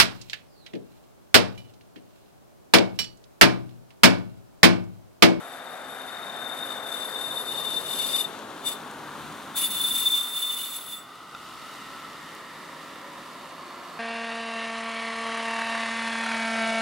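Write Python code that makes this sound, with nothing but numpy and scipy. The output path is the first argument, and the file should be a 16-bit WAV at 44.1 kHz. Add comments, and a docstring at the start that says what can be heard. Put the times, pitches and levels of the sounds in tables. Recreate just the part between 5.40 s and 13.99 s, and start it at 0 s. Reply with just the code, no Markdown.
"""A quiet street: a car rolls slowly past from the left, a dragging brake squealing and rasping as its
pad sticks and slips on the disc. The squeal breaks off, chirps and returns louder alongside; then the
brake lets go, a stone clicks under a tyre and the engine pulls away over the roar of the tyres.
House fronts answer the brake, and a few puffs of wind touch the microphone."""
import sys
import numpy as np
from scipy import signal
from scipy.fft import rfft, irfft, next_fast_len
from scipy.io import wavfile
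from scipy.ndimage import uniform_filter1d, map_coordinates

SR = 44100
rng = np.random.default_rng(int(sys.argv[2]) if len(sys.argv) > 2 else 0)


def dump_mix(stems):
    """Bounce the given channels to the path in sys.argv[1] as a 16-bit WAV at rate SR."""
    frames = np.atleast_2d(stems).T  # one column per channel
    limited = np.clip(frames, -1, 1)  # hard clip at full scale
    pcm = np.round(limited * 32767).astype(np.int16)
    wavfile.write(sys.argv[1], SR, pcm)


N = 378819
TIME = np.arange(N) / SR
TOP_HZ = 15780


def amp(db):
    """Decibels to gain."""
    return 10 ** (np.asarray(db) / 20)


def unit(x):
    """Scale to rms 1."""
    return x / np.sqrt(np.mean(np.abs(x) ** 2) + 1e-20)


def along(points, hz):
    """Read (freq_hz, value) points on a log frequency axis."""
    freqs, values = np.transpose(points)
    return np.interp(np.log(hz + 1), np.log(freqs + 1), values)


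def curves(rows):
    """An automation curve for each column after time_s."""
    times, *columns = np.transpose(rows)
    return [np.interp(TIME, times, column) for column in columns]


def bump(centre_s, length_s):
    """A smooth swell of height 1."""
    return np.exp(-2 * ((TIME - centre_s) / length_s) ** 2)


def wobble(rate):
    """A smooth random curve, rate knots a second."""
    return map_coordinates(rng.standard_normal(8192), [TIME * rate], mode="wrap")


def flutter(rate):
    """A complex wobble that shakes both level and phase."""
    return wobble(rate) + 1j * wobble(rate)


def phase_of(hz):
    """Running phase of a gliding pitch."""
    return 2 * np.pi * np.cumsum(hz) / SR


def fuzzy_tone(rows, blur):
    """Narrow noise following (time_s, pitch_hz, level_db) rows; blur is its flutter rate."""
    hz, db = curves(rows)
    return amp(db) * unit(np.real(flutter(blur) * np.exp(1j * phase_of(hz))))


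def filtered(x, response):
    """EQ x with a gain given as a function of frequency."""
    size = next_fast_len(N + 8192)
    return irfft(rfft(x, size) * response(np.fft.rfftfreq(size, 1 / SR)), size)[..., :N]


def read_at(x, seconds):
    """Varispeed: both channels read at moving times."""
    return np.array([map_coordinates(channel, [seconds * SR], order=5, mode="mirror") for channel in x])


# How alike left and right sound: freq_hz, correlation
STEREO_LIKENESS = [(40, 0.12), (75, 0.56), (140, 0.91), (300, 0.86), (1400, 0.9), (3500, 0.74),
                   (7000, 0.46), (15000, 0.67)]

def noise(response):
    """Coloured stereo noise of rms 1, widest in the deep bass and the treble."""
    def mid_side_gains(hz):
        spread = np.arccos(np.clip(along(STEREO_LIKENESS, hz), -1, 1)) / 2
        return response(hz) * np.array([np.cos(spread), np.sin(spread)])
    mid, side = filtered(rng.standard_normal((2, N)), mid_side_gains)
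    return unit(np.array([mid + side, mid - side]))


def rush(spectrum):
    """Stereo noise with a (freq_hz, gain_db) spectrum."""
    return noise(lambda hz: amp(along(spectrum, hz)))


# The car's pan: time_s, side (1 far left, 0 straight ahead)
CAR_PAN = [(0, 0.94), (2.7, 1), (3.3, 0.61), (3.7, 0.42), (4.4, 0.25), (5.2, 0.077), (6.3, 0.042),
           (8.59, -0.23)]
# Stereo image of a source at far left: freq_hz, left_over_right_db, left_lead_rad
FAR_LEFT_IMAGE = [(100, -1.5, .05), (350, 1, .3), (700, 1.5, .72), (1000, 5, .95), (1400, 7, .8),
                  (4000, 8.3, 1.1), (8000, 4.5, 2), (10000, 4.3, 2.7), (15000, .5, 3.2)]

def placed(x, trails_s=0):
    """Pan with the car: the nearer side hears it earlier and, above the bass, louder."""
    hz, times, spectrum = signal.stft(x, SR, nperseg=512)
    side = np.interp(times - trails_s, *np.transpose(CAR_PAN))
    image_hz, louder_db, lead_rad = np.transpose(FAR_LEFT_IMAGE)
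    tilt_db = np.outer(np.interp(hz, image_hz, louder_db), side)
    shift_rad = np.outer(np.interp(hz, image_hz, lead_rad), side)
    left = amp(tilt_db / 2) * np.exp(1j * shift_rad / 2)
    return signal.istft(spectrum * np.array([left, 1 / left]), SR, nperseg=512)[1][:, :N]


def house_fronts(x, t60_s):
    """A thin reverb tail thrown back by the house fronts."""
    t = np.arange(SR // 2) / SR
    tail = rng.standard_normal((2, len(t))) * amp(-60 * t / t60_s) * (t > .02)
    return signal.fftconvolve(x, tail / np.linalg.norm(tail[0]), axes=1)[:, :N]


# Hard surfaces near the listener: delay_s, gain
WALL_ECHOES = [(0.0075, 0.099), (0.019, 0.14)]

def walls(x):
    """Weak early echoes ripple the spectrum."""
    def comb(hz):
        return 1 + sum(gain * np.exp(-2j * np.pi * hz * delay_s) for delay_s, gain in WALL_ECHOES)
    return filtered(x, comb)


# Puffs of wind: centre_s, length_s, level_db
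WIND_PUFFS = [(2.34, .12, -52), (3.0, .12, -63), (3.843, 0.16, -55), (6.201, 0.14, -59), (6.53, .1, -60)]
# Their bassy colour: freq_hz, gain_db
WIND_EQ = [(15, -55), (28, -24), (45, -8), (65, 2), (115, -2), (160, -5), (300, -32), (600, -70)]

def wind():
    """Puffs of air thud on the microphone, pushing left and right in opposite directions."""
    level = sum(amp(db) * bump(s, length) for s, length, db in WIND_PUFFS)
    return level * rush(WIND_EQ)[0] * np.array([[1], [-1]])


# A high ring at the very end: time_s, pitch_hz, level_db
WHINE_GLIDE = [(7.6, 4400, -85), (8.1, 4440, -62), (8.59, 4430, -58)]

def whine():
    """A faint, diffuse ring from the departing car."""
    return fuzzy_tone(WHINE_GLIDE, blur=300)


# The revs: time_s, firing_hz, level_db
ENGINE_REVS = [(0, 82.5, -69), (2.5, 79.5, -59), (3.3, 76.4, -56), (3.9, 73.6, -50.5), (4.3, 69.75, -61.5),
               (5.7, 54.6, -69), (6.3, 65.8, -59), (7, 73.3, -59.5), (8.59, 92.1, -60)]
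# The engine's harmonics: firing_multiple, gain_db
ENGINE_HARMONICS = [(1, -7.5), (2, -1.5), (3, -1), (4, 2.5), (5, -6), (6, -6)]

def engine():
    """The engine coasts, drops to idle and picks up; uneven firing blurs its harmonics into a rumble."""
    firing_hz, db = curves(ENGINE_REVS)
    phase = phase_of(firing_hz * (1 + 0.0076 * wobble(14)))
    rumble = np.zeros(N)
    for multiple, gain_db in ENGINE_HARMONICS:
        uneven = 1 + .8 * flutter(22)
        rumble += amp(gain_db) * np.real(uneven * np.exp(1j * round(multiple) * phase))
    return amp(db - 0.5) * unit(rumble)


# The exhaust comes up as the car pulls away: time_s, level_db
EXHAUST_FADER = [(5.7, -80.5), (6.4, -60.5), (7.0, -58), (7.6, -51), (8.59, -56)]
# The pipe's resonances: centre_hz, width_hz, gain_db
PIPE_MODES = [(277, 55, -1.5), (565, 39, 0.5)]

def exhaust():
    """Each firing pushes a puff of gas through the pipe's resonances."""
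    def pipe(hz):
        return sum(amp(db) / (1 + 1j * (hz - centre) / width) ** 2 for centre, width, db in PIPE_MODES)
    firing_hz, _ = curves(ENGINE_REVS)
    level_db, = curves(EXHAUST_FADER)
    puffs = amp(6.9 * np.sin(phase_of(firing_hz))) * rng.standard_normal(N)
    return amp(level_db) * unit(filtered(puffs, pipe))


# Fine grit under the tread: time_s, level_db
GRIT_FADER = [(0, -53.5), (1.5, -51), (3, -49), (3.8, -47.6), (5, -50), (5.75, -53.5), (6.1, -47.5),
              (7, -49), (8.59, -50.5)]
# Its fizz from alongside and from behind: freq_hz, gain_db
GRIT_SIDE_EQ = [(1500, -12.5), (2300, 0.5), (2900, 1), (3700, 2), (5300, -9), (6300, -6), (7500, -8),
                (11000, -9), (16000, -18)]
GRIT_REAR_EQ = [(1500, -17), (2400, -6), (2850, 4), (3250, -2.5), (3700, 3), (4100, -4), (4500, -2),
                (5800, -8.5), (9000, -11), (13000, -16), (16000, -22)]

def grit():
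    """Grit fizzes under the tyres, sprinkled with small ticks of sand."""
    db, = curves(GRIT_FADER)
    passed = np.interp(TIME, [4.2, 6], [0, 1])
    fizz = np.sqrt(1 - passed) * rush(GRIT_SIDE_EQ) + np.sqrt(passed) * rush(GRIT_REAR_EQ)
    grains = (rng.random(N) < 170 / SR) * rng.uniform(-1.0, 1, N)  # about 170 a second
    sand_eq = [(800, -32), (3000, 10.5), (9000, 0.0), (16000, -13)]
    ticks = unit(filtered(grains, lambda hz: amp(along(sand_eq, hz))))
    return amp(db + 0.66 * wobble(9.2)) * (fizz + 0.28 * ticks)


# Grains bursting under the tyres: start_s, level_db, centre_hz
GRAIN_CRACKS = [(2.99, -35, 5000), (3.512, -34, 4460), (5.755, -42.5, 3500), (6.95, -36, 7000)]

def cracks(t60_s=0.017):
    """Single grains of grit burst with a dry tick."""
    out = np.zeros(N)
    t = np.arange(SR // 20) / SR
    for start_s, db, centre_hz in GRAIN_CRACKS:
        band = signal.butter(1, [centre_hz / 2, min(centre_hz * 2, TOP_HZ)], "band", fs=SR)
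        tick = signal.lfilter(*band, rng.standard_normal(len(t)) * amp(-60 * t / t60_s))
        out[round(start_s * SR):][:len(t)] += amp(db) * tick / np.abs(tick).max()
    return out


# The stone's snap: start_s, level_db
STONE_HITS = [(5.949, -26)]
# Its ring: pitch_hz, gain_db, t60_s
STONE_MODES = [(1365, -0.5, 0.035), (2650, -8, 0.016), (3600, -5.5, 0.014), (4860, -17, 0.011)]

def stone():
    """A stone snaps out from under a tyre and rings briefly."""
    out = np.zeros(N)
    for start_s, level_db in STONE_HITS:
        t = np.maximum(TIME - start_s, 0)
        ring = sum(amp(db - 60 * t / t60) * np.sin(2 * np.pi * hz * t) for hz, db, t60 in STONE_MODES)
        out += amp(level_db - 3.0) * ring
    return out


# Tread hum on the way in and as the car gathers speed: time_s, pitch_hz, level_db
TREAD_HUM = [(0, 720, -53), (0.6, 716, -51), (1.2, 725, -47), (1.7, 692, -69), (5, 807, -82),
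             (6.8, 964, -63), (7.6, 984, -52), (8.1, 1035, -52), (8.59, 1060, -50)]
# Whirr as it gets going again: time_s, pitch_hz, level_db
TREAD_WHIRR = [(5.5, 1260, -80), (6.0, 1262, -50.5), (6.6, 1340, -50.5), (7.2, 1290, -80)]

def tread():
    """Tread blocks slap the road in a hum that climbs as the car leaves; at a crawl they whirr."""
    return fuzzy_tone(TREAD_HUM, blur=85) + fuzzy_tone(TREAD_WHIRR, blur=75)


# Tyre colour at each stage of the pass: freq_hz, gain_db
FAR_EQ = [(18, -80), (30, -50), (54, -48), (87, -22), (173, -15.5), (257, -5.5), (309, -12.5), (494, -6),
          (704, -2.5), (864, -4), (931, -9), (1510, -6.5), (2600, -23), (3380, -51), (5720, -120)]
AHEAD_EQ = [(18, -60), (30, -29), (238, -2.5), (321, -3), (503, -0.5), (1080, -3.5), (1860, -10.5),
            (2160, -17), (2600, -47), (3380, -44), (5720, -120)]
ALONGSIDE_EQ = [(18, -63), (30, -51), (70, -28), (103, -9.5), (136, -7.5), (247, 1), (333, -2.5), (691, -3),
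                (967, 1.5), (1400, -0.5), (1790, -7), (2600, -25), (3380, -43), (5720, -120)]
SLOWING_EQ = [(18, -57), (30, -36), (180, -15), (450, -11), (532, -16), (573, -12), (897, -9), (1300, 0),
              (1540, -9), (1630, -26), (1930, -7.5), (2600, -30), (3380, -49), (5720, -120)]
PULLING_AWAY_EQ = [(18, -76), (30, -46), (60, -26), (164, -3.5), (298, -2), (366, -4.5), (562, -6.5),
                   (744, -8.5), (1020, 1.5), (1350, 2), (1510, -9.5), (1860, 1.5), (2600, -14.5),
                   (3380, -47), (5720, -120)]
BEHIND_EQ = [(18, -83), (30, -53), (84, -25), (113, -23), (161, -9), (252, -8), (355, -4.5), (440, -9.5),
             (717, -4), (802, -8.5), (1040, 0), (1380, -4), (1510, -14), (1760, -7.5), (2600, -17),
             (3380, -50), (5720, -120)]
# Tyres on asphalt, in three bands: time_s, rumble_db, roar_db, tread_db
TYRE_FADERS = [(0.1, -55.5, -45, -43.5), (0.49, -53, -43.5, -42.5), (0.7, -54, -45, -41.5),
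               (1.05, -50, -41.5, -40), (1.7, -51, -42, -40.5), (2.47, -49, -42, -42.5),
               (3.1, -49, -44, -43.5), (3.68, -48, -45.5, -41.5), (4.57, -49, -50, -43.5),
               (4.94, -57.5, -52.5, -44.5), (5.52, -57, -55, -47.5), (6.4, -53.5, -51, -43.4),
               (8.05, -54, -50.5, -44), (8.45, -53.5, -48.5, -42.5)]

def tyres():
    """Rolling noise changes colour as the car turns its front, side and rear to the listener."""
    colours = [FAR_EQ, AHEAD_EQ, ALONGSIDE_EQ, SLOWING_EQ, PULLING_AWAY_EQ, BEHIND_EQ]
    stages_s = [1.1, 2.1, 3.7, 5.9, 7.1, 8.1]
    crossfades = [np.interp(TIME, stages_s, row) for row in np.eye(len(colours))]
    roll = sum(np.sqrt(share) * rush(colour) for share, colour in zip(crossfades, colours))
    out = np.zeros((2, N))
    for (low_hz, high_hz), db in zip([(20, 350), (350, 900), (900, 2600)], curves(TYRE_FADERS)):
        band = filtered(roll, lambda hz: (hz >= low_hz) & (hz < high_hz))
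        running_rms = np.sqrt(uniform_filter1d(np.mean(band ** 2, axis=0), size=16000))
        out += amp(db) * band / running_rms
    return amp(0.18) * out


# The pad drags; ramps span 60 dB of contact: grip_s, lift_s, rise_s, fall_s, pressure_db
PAD_DRAGS = [(0.0, 2.816, -4, 0.41, -1), (3.262, 3.29, 0.11, 0.2, 0), (3.315, 3.332, 0.03, 0.17, -6),
             (4.164, 5.562, 0.07, 0.5, 0)]
# The pad slackens as the wheel turns: centre_s, length_s, squeal_drop_db
PAD_SLACKS = [(0.432, 0.1, 4), (1.419, 0.047, 8.5), (1.7, 0.05, 6.5), (2.042, 0.049, 9), (2.44, 0.053, 6),
              (4.288, 0.029, 12), (4.898, 0.074, 10), (5.443, 0.045, 9.5), (5.69, .04, 7)]
# The brake nears and leaves: time_s, squeal_db, rasp_db
BRAKE_FADERS = [(0, -53, -51.5), (0.5, -46.5, -49.5), (1.1, -39.5, -45.7), (2.25, -31.5, -36.6),
                (2.45, -33, -36.5), (2.65, -36, -31), (3.3, -37, -32.5), (4.23, -33.5, -31),
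                (4.34, -31.5, -36.5), (4.42, -30.5, -33.7), (4.75, -25.5, -35), (5.08, -29.5, -37.5),
                (5.33, -41.3, -39.5), (5.55, -43.5, -43.5)]

def pad_envelopes():
    """Squeal and rasp strength: each drag rises, holds and falls, and sags where the pad slackens."""
    contact = np.zeros(N)
    for grip_s, lift_s, rise_s, fall_s, db in PAD_DRAGS:
        fade = np.maximum(grip_s - TIME, 0) / rise_s + np.maximum(TIME - lift_s, 0) / fall_s
        contact += amp(db - 60 * fade)
    brushing = amp(-29) * (TIME < PAD_DRAGS[-1][0])  # between drags the pad still brushes the disc
    contact = np.maximum(contact, brushing)
    slack_db = sum(db * bump(s, length) for s, length, db in PAD_SLACKS)
    squeal_db, rasp_db = curves(BRAKE_FADERS)
    singing = contact * amp(squeal_db - slack_db)
    rubbing = contact ** 1.66 * amp(rasp_db - 0.55 * slack_db)  # sharper edges, shallower sags
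    return singing, rubbing


def doppler(speed_m_per_s=3.8, nearest_s=3.3, distance_m=3.0):
    """Pitch ratio of the passing brake: high on the way in, low on the way out."""
    past_m = speed_m_per_s * (TIME - nearest_s)
    receding_m_per_s = speed_m_per_s * past_m / np.hypot(past_m, distance_m)
    return 1 / (1 + receding_m_per_s / 343)


# Brief whistles around the squeal: centre_s, length_s, pitch_hz, level_db
DISC_WHISTLES = [(3.196, .4, 10938, -60), (3.27, 0.022, 7900, -37), (3.327, .022, 7850, -43),
                 (4.23, 0.03, 2910, -42), (5.03, 0.03, 2974, -46), (5.114, 0.02, 2945, -44),
                 (5.2, 0.048, 2955, -42.5), (5.255, 0.022, 2950, -45), (5.59, 0.032, 7830, -49)]

def whistles():
    """Other disc modes break into thin song below and above the squeal."""
    waver_hz = 6 * wobble(60)
    tones = sum(amp(db) * bump(s, length) * np.sqrt(2) * np.sin(phase_of(hz + waver_hz))
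                for s, length, hz, db in DISC_WHISTLES)
    return tones * amp(1.6 * wobble(60))


SQUEAL_HZ = 3584  # the singing disc mode, before Doppler and bends
# Disc resonances, before varispeed: centre_hz, width_hz, gain_db
DISC_MODES = [(2380, 27, -39), (2870, 130, -15.5), (3580, 170, -8), (4190, 110, -19), (4740, 260, -18.5),
              (6210, 360, -17.5), (7100, 81, -19.5), (7800, 135, -10.5), (10960, 610, -.8),
              (12020, 130, -15), (12600, 400, -12), (15700, 260, -7)]
# Broad friction hiss under them: freq_hz, gain_db
FRICTION_EQ = [(1200, -18.5), (2300, -4), (4300, -3.5), (5500, -8.5), (7000, -3.5), (9000, -1), (10500, 2),
               (13000, 1.5), (14600, 1.5), (16000, -9.5)]
# A duller top during the approach: freq_hz, gain_db
APPROACH_EQ = [(3000, 0), (5600, 1), (7200, -2), (8400, 1), (9200, -.5), (11300, -1.5), (12500, 0),
               (14000, -11.5), (16000, -11)]

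def rasp(strength):
    """Friction noise rings the disc's modes, each flickering on its own; harder contact adds hiss."""
    hardness = np.clip(strength / amp(-32.5), 0, 1) ** 0.18
    ring = hardness * amp(-1.0) * rush(FRICTION_EQ)
    for centre_hz, width_hz, db in DISC_MODES:
        mode = noise(lambda hz: (1 + (2 * (hz - centre_hz) / width_hz) ** 2) ** -.75)
        flicker_db = 1.4 * wobble(28) + .9 * wobble(6)
        ring += amp(db + flicker_db) * mode
    varispeed = (SQUEAL_HZ * doppler() + 14 * wobble(14)) / 3560
    ring = read_at(ring, np.cumsum(varispeed) / SR)  # the modes waver, and sink with the squeal
    dull = filtered(ring, lambda hz: amp(along(APPROACH_EQ, hz)))
    bright = np.interp(TIME, [2.6, 4.1], [0, 1])
    ring = bright * ring + (1 - bright) * dull
    chatter = amp(.75 * wobble(22) + 1.4 * wobble(110) + .6 * wobble(600))  # the pad scrapes unevenly
    return amp(0.35) * strength * chatter * ring


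# Pitch bend as the pad shifts on the disc: time_s, offset_hz
SQUEAL_BEND = [(0, 14), (1.25, 11.5), (1.42, -27.5), (1.7, -21.5), (1.8, 0), (2.3, -8), (2.55, -20),
               (2.8, -8), (4.2, 17.5), (4.26, 0), (4.34, 44), (4.375, -28), (4.56, 12), (4.8, 10),
               (4.9, 38), (5.0, 8), (5.3, 25.5), (5.39, -7.5), (5.55, -13)]
# The pad bites and the squeal flares: centre_s, length_s, boost_db
SQUEAL_FLARES = [(1.07, 0.015, 10), (1.23, 0.012, 11), (1.622, 0.0046, 8), (1.975, 0.0088, 8),
                 (2.374, 0.015, 8), (2.602, 0.02, 11.5), (2.651, 0.016, 10), (2.749, 0.034, 13.5),
                 (2.79, 0.011, 10), (2.812, 0.011, 14), (2.852, 0.011, 15), (3.273, 0.021, 6.5),
                 (4.251, 0.022, 9.5), (4.41, 0.011, 6), (4.451, 0.025, 8.5), (4.515, 0.011, 7.5),
                 (4.563, .016, 4.5), (4.67, 0.017, 8.5), (4.743, 0.038, 5), (5.05, 0.011, 4.5),
                 (5.104, 0.011, 5.5), (5.357, .025, 4), (5.54, .028, 7)]
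# The disc slips out of step with the pad and the tone gulps: centre_s
SQUEAL_SKIPS = [1.67, 1.955, 2.195, 2.235, 2.773, 2.836, 4.323, 4.392, 4.433, 4.475, 4.498, 4.534, 4.578,
                4.598, 4.647, 4.695, 4.825, 4.995, 5.014, 5.085, 5.153, 5.185, 5.312, 5.402, 5.595]
SKIP_S, SKIP_DROP_DB, SKIP_RISE_HZ = .007, 9.5, 38.1

def squeal(strength):
    """One disc mode sings by stick and slip, stutters and skips; scattered copies beat against it."""
    def scatter(rate):
        return unit(flutter(rate))
    skip = sum(bump(s, SKIP_S) for s in SQUEAL_SKIPS)
    bend_hz, = curves(SQUEAL_BEND)
    pitch_hz = SQUEAL_HZ * doppler() + bend_hz + SKIP_RISE_HZ * skip
    waver_hz = np.interp(TIME, [1.2, 2.2], [14, 6])
    phase = phase_of(pitch_hz + waver_hz * wobble(55) + 10 * wobble(300))
    flare_db = sum(db * bump(s, length) for s, length, db in SQUEAL_FLARES)
    loose = amp(-2 * flare_db)  # a firm grip steadies the tone
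    wet = np.interp(TIME, [0, 2.5, 4.5], [1.1, .65, .38])  # more scatter from far away
    paths = 1 + wet * loose * (scatter(130) + 0.8 * np.array([scatter(130), scatter(130)]))
    road_echo = np.array([scatter(28), scatter(28)])  # beats slowly, differently on each side
    paths = paths + 0.38 * np.sqrt(loose) * road_echo
    stutter_depth = np.interp(TIME, [1.3, 1.9, 4.5, 5.1, 5.3], [.5, .28, .14, .18, .45])
    stutter = 1 + stutter_depth * loose * np.sin(phase_of(38 + 17 * wobble(40)))
    voice = stutter * paths / np.sqrt(1 + .2 * np.abs(paths) ** 2)  # friction caps the swing
    running_rms = np.sqrt(uniform_filter1d(np.mean(np.abs(voice) ** 2, axis=0), size=4000))
    tone = np.real(voice / running_rms * np.exp(1j * phase))
    return amp(3.0 + flare_db - SKIP_DROP_DB * skip) * strength * tone


def scene():
    """Tyres and engine cross with the rear brake trailing; the wind stays at the microphone."""
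    singing, rubbing = pad_envelopes()
    brake = placed(squeal(singing) + whistles() + rasp(rubbing), trails_s=0.56)
    drive = engine() + exhaust() + whine()
    rolling = tyres() + tread() + grit()
    car = placed(amp(-0.5) * walls(rolling + drive) + stone() + cracks())
    return brake + amp(-20.5) * house_fronts(brake, t60_s=0.47) + car + wind()


def record(dry):
    """A brick-wall low-pass trims the very top of the mix."""
    return filtered(dry, lambda hz: hz < TOP_HZ)


dry = scene()
out = record(dry)
dump_mix(out)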